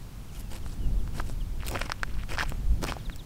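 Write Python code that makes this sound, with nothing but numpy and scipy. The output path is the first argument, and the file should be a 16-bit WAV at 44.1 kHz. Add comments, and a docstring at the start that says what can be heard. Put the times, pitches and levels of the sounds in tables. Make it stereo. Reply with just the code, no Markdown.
"""Wind rumbles on the microphone over the faint wash of an open park: coloured noise under gust levels.
A small bird far off chirps and whistles now and then: near-pure notes that slide down.
Someone walks over damp grass from behind the microphone and stops close to it. Shoes brush and crush
the blades (coloured showers of clicks), stiff stalks crack (noise bursts) and the wet turf pops under
the weight (short damped rings with gritty ticks). Four more chirps come near the end."""
import sys
import numpy as np
from scipy import signal
from scipy.fft import rfft, irfft
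from scipy.io import wavfile
from scipy.ndimage import uniform_filter1d

SR = 44100
rng = np.random.default_rng(int(sys.argv[2]) if len(sys.argv) > 2 else 0)


def transcribe(u):
    """Save the signal u as a 16-bit wav file named by the first command-line argument.

    u: samples, shape (n,) or (channels, n), limited to [-1, 1]; the rate is SR.
    q: integer samples, one column per channel.
    """
    v = np.clip(np.atleast_2d(u).T, -1, 1)
    q = np.round(v * 32767).astype(np.int16)
    wavfile.write(sys.argv[1], SR, q)


N = 143325


def amp(db):
    """Decibels to gain."""
    return 10 ** (np.asarray(db) / 20)


def evened(x):
    """Scales to rms 1."""
    return x / np.sqrt(np.mean(x ** 2) + 1e-20)


def read(points, hz):
    """Reads a table on a log-frequency axis."""
    f, value = np.transpose(points)
    return np.interp(np.log(hz + 1), np.log(f + 1), value)


def add(mix, s, sound):
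    """Mixes a sound in at time s, in place."""
    part = mix[max(round(s * SR), 0):][:len(sound)]
    part += sound[:len(part)]


def noise(spectrum):
    """Steady noise of rms 1 with the given colour."""
    gain = amp(read(spectrum, np.fft.rfftfreq(N, 1 / SR)))
    white = rng.standard_normal(N)
    return evened(irfft(rfft(white) * gain, N))


def colour(x, spectrum, size=2048):
    """Causal (minimum-phase) filter of unit energy, so that clicks keep their sharp start."""
    hz = abs(np.fft.fftfreq(size, 1 / SR))
    log_gain = np.log(amp(read(spectrum, hz)))
    response = np.exp(np.conj(signal.hilbert(log_gain)))
    taps = np.fft.ifft(response).real[:size // 2]
    return signal.oaconvolve(x, taps / np.linalg.norm(taps))[:N]


def drift(step_s):
    """A random curve of rms 1 that heads for a new value every step."""
    steps = np.arange(N) / SR / step_s
    return evened(np.interp(steps, np.arange(N), rng.standard_normal(N)))


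def grass():
    """Each stroke bends hundreds of blades in clumps, dull sole to fine fizz; they spring back faintly."""
    # shoe strokes through the grass: start_s, length_s, then the levels before the colour shifts:
    # sole_db (soft press), crunch_db, rustle_db, swish_db, fizz_db
    strokes = [(0.305, 0.092, -87, -62, -63.5, -63, -66), (0.36, 0.064, -83, -69, -75, -61, -54),
               (0.489, 0.11, -52, -54.5, -55.5, -58.5, -62), (0.637, 0.13, -62, -71, -63, -64, -70),
               (1.121, 0.11, -48, -53, -53.5, -57, -63), (1.234, 0.11, -85, -71, -66, -62, -63),
               (1.637, 0.072, -50, -52.5, -54.5, -53.5, -59), (1.688, 0.086, -42, -51, -54, -60, -63),
               (1.743, 0.035, -39, -40, -55, -61, -64), (1.758, 0.13, -56.5, -50, -57, -58, -71),
               (2.276, 0.097, -45, -42.5, -50, -54.5, -60), (2.368, 0.082, -51, -40.5, -45, -58, -72),
               (2.456, 0.068, -67, -83, -84, -61, -66), (2.806, 0.065, -41, -48.5, -50.5, -60, -55),
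               (2.856, 0.072, -47, -40, -46.5, -54.5, -63)]
    # colours from the press of the sole up through the bending blades: frequency_hz, relative_level_db
    sole = [(100, 0.5), (250, 6), (600, 0.5), (900, -3.5), (2000, -27.5)]
    crunch = [(300, -25.5), (800, 3), (1400, 6), (2200, 5.5), (3200, -0.5), (5000, -48)]
    rustle = [(1500, -20), (2900, 2.5), (4500, 4.5), (5600, 5), (6700, -5), (10000, -13)]
    swish = [(4500, -4), (7300, 8.5), (8800, 7.5), (10800, -1.5), (14000, -29)]
    fizz = [(9000, -10), (11500, -3.5), (12700, -7), (16000, -17)]
    blades_per_s, blade_spread_db = 8000, 5
    clump_db, own_clump_db, clump_s = 3, 1.5, .003  # shared by all layers; each layer's own; step
    attack_share, release_share = .38, .33  # of the stroke length
    recover_db, recover_s = -17, 0.081  # blades springing back after the stroke

    shared_clumps_db = clump_db * drift(clump_s)
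    out = np.zeros(N)
    t = np.arange(SR // 2) / SR
    for k, spectrum in enumerate([sole, crunch, rustle, swish, fizz]):
        clumps_db = shared_clumps_db + own_clump_db * drift(clump_s)
        blade_db = blade_spread_db * np.minimum(rng.exponential(1, N), 4)
        is_blade = rng.random(N) < blades_per_s / SR
        blades = amp(clumps_db + blade_db) * rng.choice([-1, 1], N) * is_blade
        drive = np.zeros(N)
        for start, length, *levels_db in strokes:
            u = t / length
            slope = np.minimum(u / attack_share, (1 - u) / release_share)
            press = np.sin(np.pi / 2 * np.clip(slope, 0, 1)) ** 2
            fade = np.exp(-np.maximum(t - length, 0) / recover_s)
            recover = amp(recover_db) * np.minimum(u, 1) * fade
            under_shoe = np.roll(blades, -int(start * SR))[:len(t)]
            stroke = np.maximum(press, recover) * under_shoe
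            add(drive, start, amp(levels_db[k]) * stroke / np.std(stroke[u < 1]))
        out += colour(drive, spectrum)
    return shifting(out)


def shifting(x, size=128):
    """Each clump of blades rings at other pitches: random patches of colour come and go."""
    shift_db, shift_hz, shift_s = 2, 1200, .014  # rms depth; width of the smoothing in pitch; in time / 2
    z = signal.stft(x, nperseg=size)[2]
    patches = rng.standard_normal(z.shape)
    patches = uniform_filter1d(patches, round(shift_hz * size / SR), axis=0)
    patches = uniform_filter1d(patches, round(2 * shift_s * SR / size), axis=1)
    gain = amp(shift_db * evened(patches))
    return signal.istft(z * gain, nperseg=size)[1][:N]


def stalks():
    """A stiff stalk flicks off the shoe with a short, bright crack: a decaying noise burst."""
    # cracks: start_s, level_db (before colouring)
    snaps = [(.533, -34), (1.667, -29), (1.672, -30), (1.6825, -24), (1.6868, -24), (1.7122, -26),
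             (1.7928, -31), (2.4945, -29), (2.8385, -24), (2.868, -29), (3.1603, -36)]
    # colour of a crack: frequency_hz, relative_level_db
    snap_colour = [(1000, -5), (2600, 3.5), (6400, -4.5), (8900, 3.5), (11000, -13.5), (12700, -3),
                   (15500, -3)]
    snap_s = .0011  # decay time
    t = np.arange(0, 10 * snap_s, 1 / SR)
    out = np.zeros(N)
    for start, db in snaps:
        burst = rng.standard_normal(len(t))
        add(out, start, amp(db) * burst * np.exp(-t / snap_s))
    return shifting(colour(out, snap_colour))


def turf(size=1024):
    """A pocket in the wet turf opens with a sharp, gritty tick of suction and rings for a few cycles."""
    # pops of the wet turf: start_s, level_db, pitch_hz, decay_ms,
    # tick_db (relative to the pop, before the lift below)
    pops = [(0.6628, -22.5, 990, 0.37, -1), (1.0763, -23, 1190, 0.4, -2), (1.199, -16, 1460, 0.77, -28),
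            (1.202, -16.5, 1170, 0.77, -17), (1.2978, -20, 378, 0.47, -3), (1.634, -22.5, 1320, 0.48, -19),
            (1.7576, -13, 1470, 0.55, -14), (1.7602, -19, 690, 1.03, -10), (1.773, -17, 1970, 0.71, -15),
            (1.791, -25.5, 1520, 1.1, -19), (1.8148, -17.5, 2380, 0.68, 5.5),
            (1.8173, -4.5, 1760, 0.24, -10), (1.8969, -19, 900, 1.1, -0.5), (1.9005, -21.5, 1930, 1.06, -1),
            (1.9195, -6, 1260, 0.59, 1), (2.0326, -5, 1520, 0.76, 2), (2.2355, -29, 1350, 0.78, 1),
            (2.3737, -20, 1210, 1.1, -1), (2.383, -14, 1360, 0.36, -7), (2.3842, -10.5, 1260, 0.55, -13),
            (2.3895, -13.5, 1790, 1.2, 6), (2.396, -16, 1710, 0.92, 1), (2.3977, -9, 1800, 0.6, -1.5),
            (2.4085, -14, 1490, 1.5, -20), (2.4124, -13.5, 1740, 1.4, -3), (2.42, -17.5, 1690, 1.2, 8),
            (2.4267, -20, 970, 1.3, -8), (2.4334, -19.5, 820, 1.4, -8), (2.5214, -11, 810, 0.2, -24),
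            (2.8411, -20.5, 360, 2.2, 10), (2.8502, -16, 1260, 0.61, 5), (2.922, -13.5, 1070, 0.69, -1),
            (2.9669, -25.5, 770, 1.8, -10), (3.098, -20.5, 1740, 0.48, -20)]
    # colour of the ticks: frequency_hz, relative_level_db
    tick_colour = [(600, 10), (1500, 13), (3000, -1.5), (4200, 4), (5600, 6.5), (7000, -12.5), (8600, -2),
                   (10500, -21), (16000, -41)]
    rise_s = 0.000067
    tick_lift_db, tick_s = 1.5, 0.00015
    grit_share = .6  # of the tick's energy; the rest is one bare click

    t = np.arange(size) / SR
    rings, ticks = np.zeros(N), np.zeros(N)
    for start, db, hz, decay_ms, tick_db in [*pops, *tiny_pops()]:
        decay_s = decay_ms / 1000
        envelope = (1 - np.exp(-t / rise_s)) * np.exp(-t / decay_s)
        ring = envelope * np.sin(2 * np.pi * hz * t)
        grit = rng.standard_normal(size) * np.exp(-t / tick_s)
        grit /= np.linalg.norm(grit)
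        click = t == 0
        tick = np.sqrt(grit_share) * grit - np.sqrt(1 - grit_share) * click
        add(rings, start, amp(db) * ring)
        add(ticks, start, amp(db + tick_db + tick_lift_db) * tick)
    return rings + colour(ticks, tick_colour)


def tiny_pops():
    """The turf settles under a resting foot: random rows for turf(), of scattered level and pitch."""
    # spells of settling: start_s, end_s, level_db (middle of the random spread)
    settling = [(1.59, 1.65, -37.5), (1.82, 1.94, -41), (1.94, 2.07, -49), (2.07, 2.165, -41),
                (2.165, 2.24, -37.5), (2.45, 2.52, -43.5), (2.93, 3.03, -49)]
    pops_per_s, spread_db = 300, 3.6
    middle_hz, spread_octaves = 1950, .45
    decay_ms, tick_db = .6, -5
    times = np.cumsum(rng.uniform(.2, 1.8, 1400)) / pops_per_s
    rows = []
    for s, (a, b) in zip(times, rng.standard_normal((len(times), 2))):
        for start, end, db in settling:
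            if start < s < end:
                pitch_hz = middle_hz * 2 ** (spread_octaves * b)
                rows.append((s, db + spread_db * a, pitch_hz, decay_ms, tick_db))
    return rows


def scatter(x, size=3000):
    """Ground and legs throw back one close echo and a very short tail."""
    echo_s, echo_db = .0059, -21
    tail_s, tail_db = 0.003, -14.5
    tail = rng.standard_normal(size) * np.exp(-np.arange(size) / SR / tail_s)
    out = amp(tail_db) * signal.oaconvolve(x, tail / np.linalg.norm(tail))[:N]
    add(out, echo_s, amp(echo_db) * x)
    return out


def bird(notes, length_s, fall_octaves):
    """Near-pure notes of one shape, which swell, fade and slide down."""
    u = np.linspace(0, 1, int(length_s * SR))
    out = np.zeros(N)
    for start, db, middle_hz in notes:
        hz = middle_hz * 2 ** (fall_octaves * (.5 - u))
        tone = np.sin(2 * np.pi * np.cumsum(hz) / SR)
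        add(out, start, amp(db) * np.sin(np.pi * u) ** 2 * tone)
    return out


def wind():
    """Gusts push on the microphone: a deep rumble and lumpy buffeting above it."""
    # wind on the microphone: time_s, rumble_db, buffeting_db
    gusts = [(0, -39, -43.5), (.5, -38.5, -42.5), (.74, -34, -40), (.9, -25.5, -33), (1.019, -24.5, -38),
             (1.1, -35.5, -37), (1.34, -29, -40), (1.45, -30.5, -42), (1.75, -32, -37.5),
             (1.95, -38.5, -44.5), (2.15, -27, -39), (2.24, -33, -42.5), (2.64, -29, -37),
             (2.72, -18.5, -38), (2.82, -32.5, -34), (3.0, -41.5, -41.5), (3.08, -30.5, -39),
             (3.25, -47, -46)]
    # colours of the deep rumble and of the buffeting: frequency_hz, relative_level_db
    rumble = [(3, 1.5), (15, 2.5), (28, 0.5), (42, 1.5), (60, -8.5), (100, -17.5), (200, -69)]
    buffet = [(30, -4), (62, -4.5), (100, -3.5), (150, -6.5), (320, -20), (480, -28), (900, -37),
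              (2000, -91)]
    s, rumble_db, buffet_db = np.transpose(gusts)
    t = np.arange(N) / SR
    deep = amp(np.interp(t, s, rumble_db)) * noise(rumble)
    lumpy = amp(np.interp(t, s, buffet_db)) * noise(buffet)
    return deep + lumpy


def air():
    """Faint, even wash of the open park: steady coloured noise."""
    # colour of the wash: frequency_hz, relative_level_db
    air_colour = [(400, 5.5), (1100, 5), (1800, 0), (4500, -2.5), (8000, -5.5), (16000, -8.5)]
    return amp(-54.5) * noise(air_colour)


def hiss():
    """Steady microphone hiss, quieter than the park."""
    # colour of the hiss: frequency_hz, relative_level_db
    hiss_colour = [(100, -43), (230, -4), (700, -1), (2700, -16.5), (6600, -1), (15500, 0.5)]
    return amp(-63) * noise(hiss_colour)


def scene():
    """Nearly mono: only the microphone hiss differs between the ears, with opposite sign."""
    # quick falling bird chirps: start_s, level_db, middle_pitch_hz
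    chirps = [(.276, -56, 3000), (.348, -53, 3100), (.616, -57, 3100), (.98, -56, 3300), (1.393, -50, 3150),
              (2.983, -52, 3480), (3.043, -46.5, 3720), (3.11, -47, 3620), (3.18, -46, 3680)]
    # long, faint falling whistles: start_s, level_db, middle_pitch_hz
    whistles = [(.38, -64, 2700), (.76, -58, 2920)]
    steps = grass() + stalks() + turf()
    birds = bird(chirps, length_s=.038, fall_octaves=.6) + bird(whistles, length_s=.15, fall_octaves=.3)
    mid = steps + scatter(steps + birds) + birds + wind() + air()
    side = hiss()
    return np.array([mid + side, mid - side])


def record(dry):
    """The recorder rounds off the sharpest pops by gentle saturation, then limits the band."""
    ceiling_db, edge_hz = -11.5, 15780
    rounded = dry / (1 + (dry / amp(ceiling_db)) ** 4) ** (1 / 4)
    low_pass = signal.firwin(511, edge_hz, window=("kaiser", 9), fs=SR)
    return signal.oaconvolve(rounded, low_pass[None], "same")


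dry = scene()
out = record(dry)
transcribe(out)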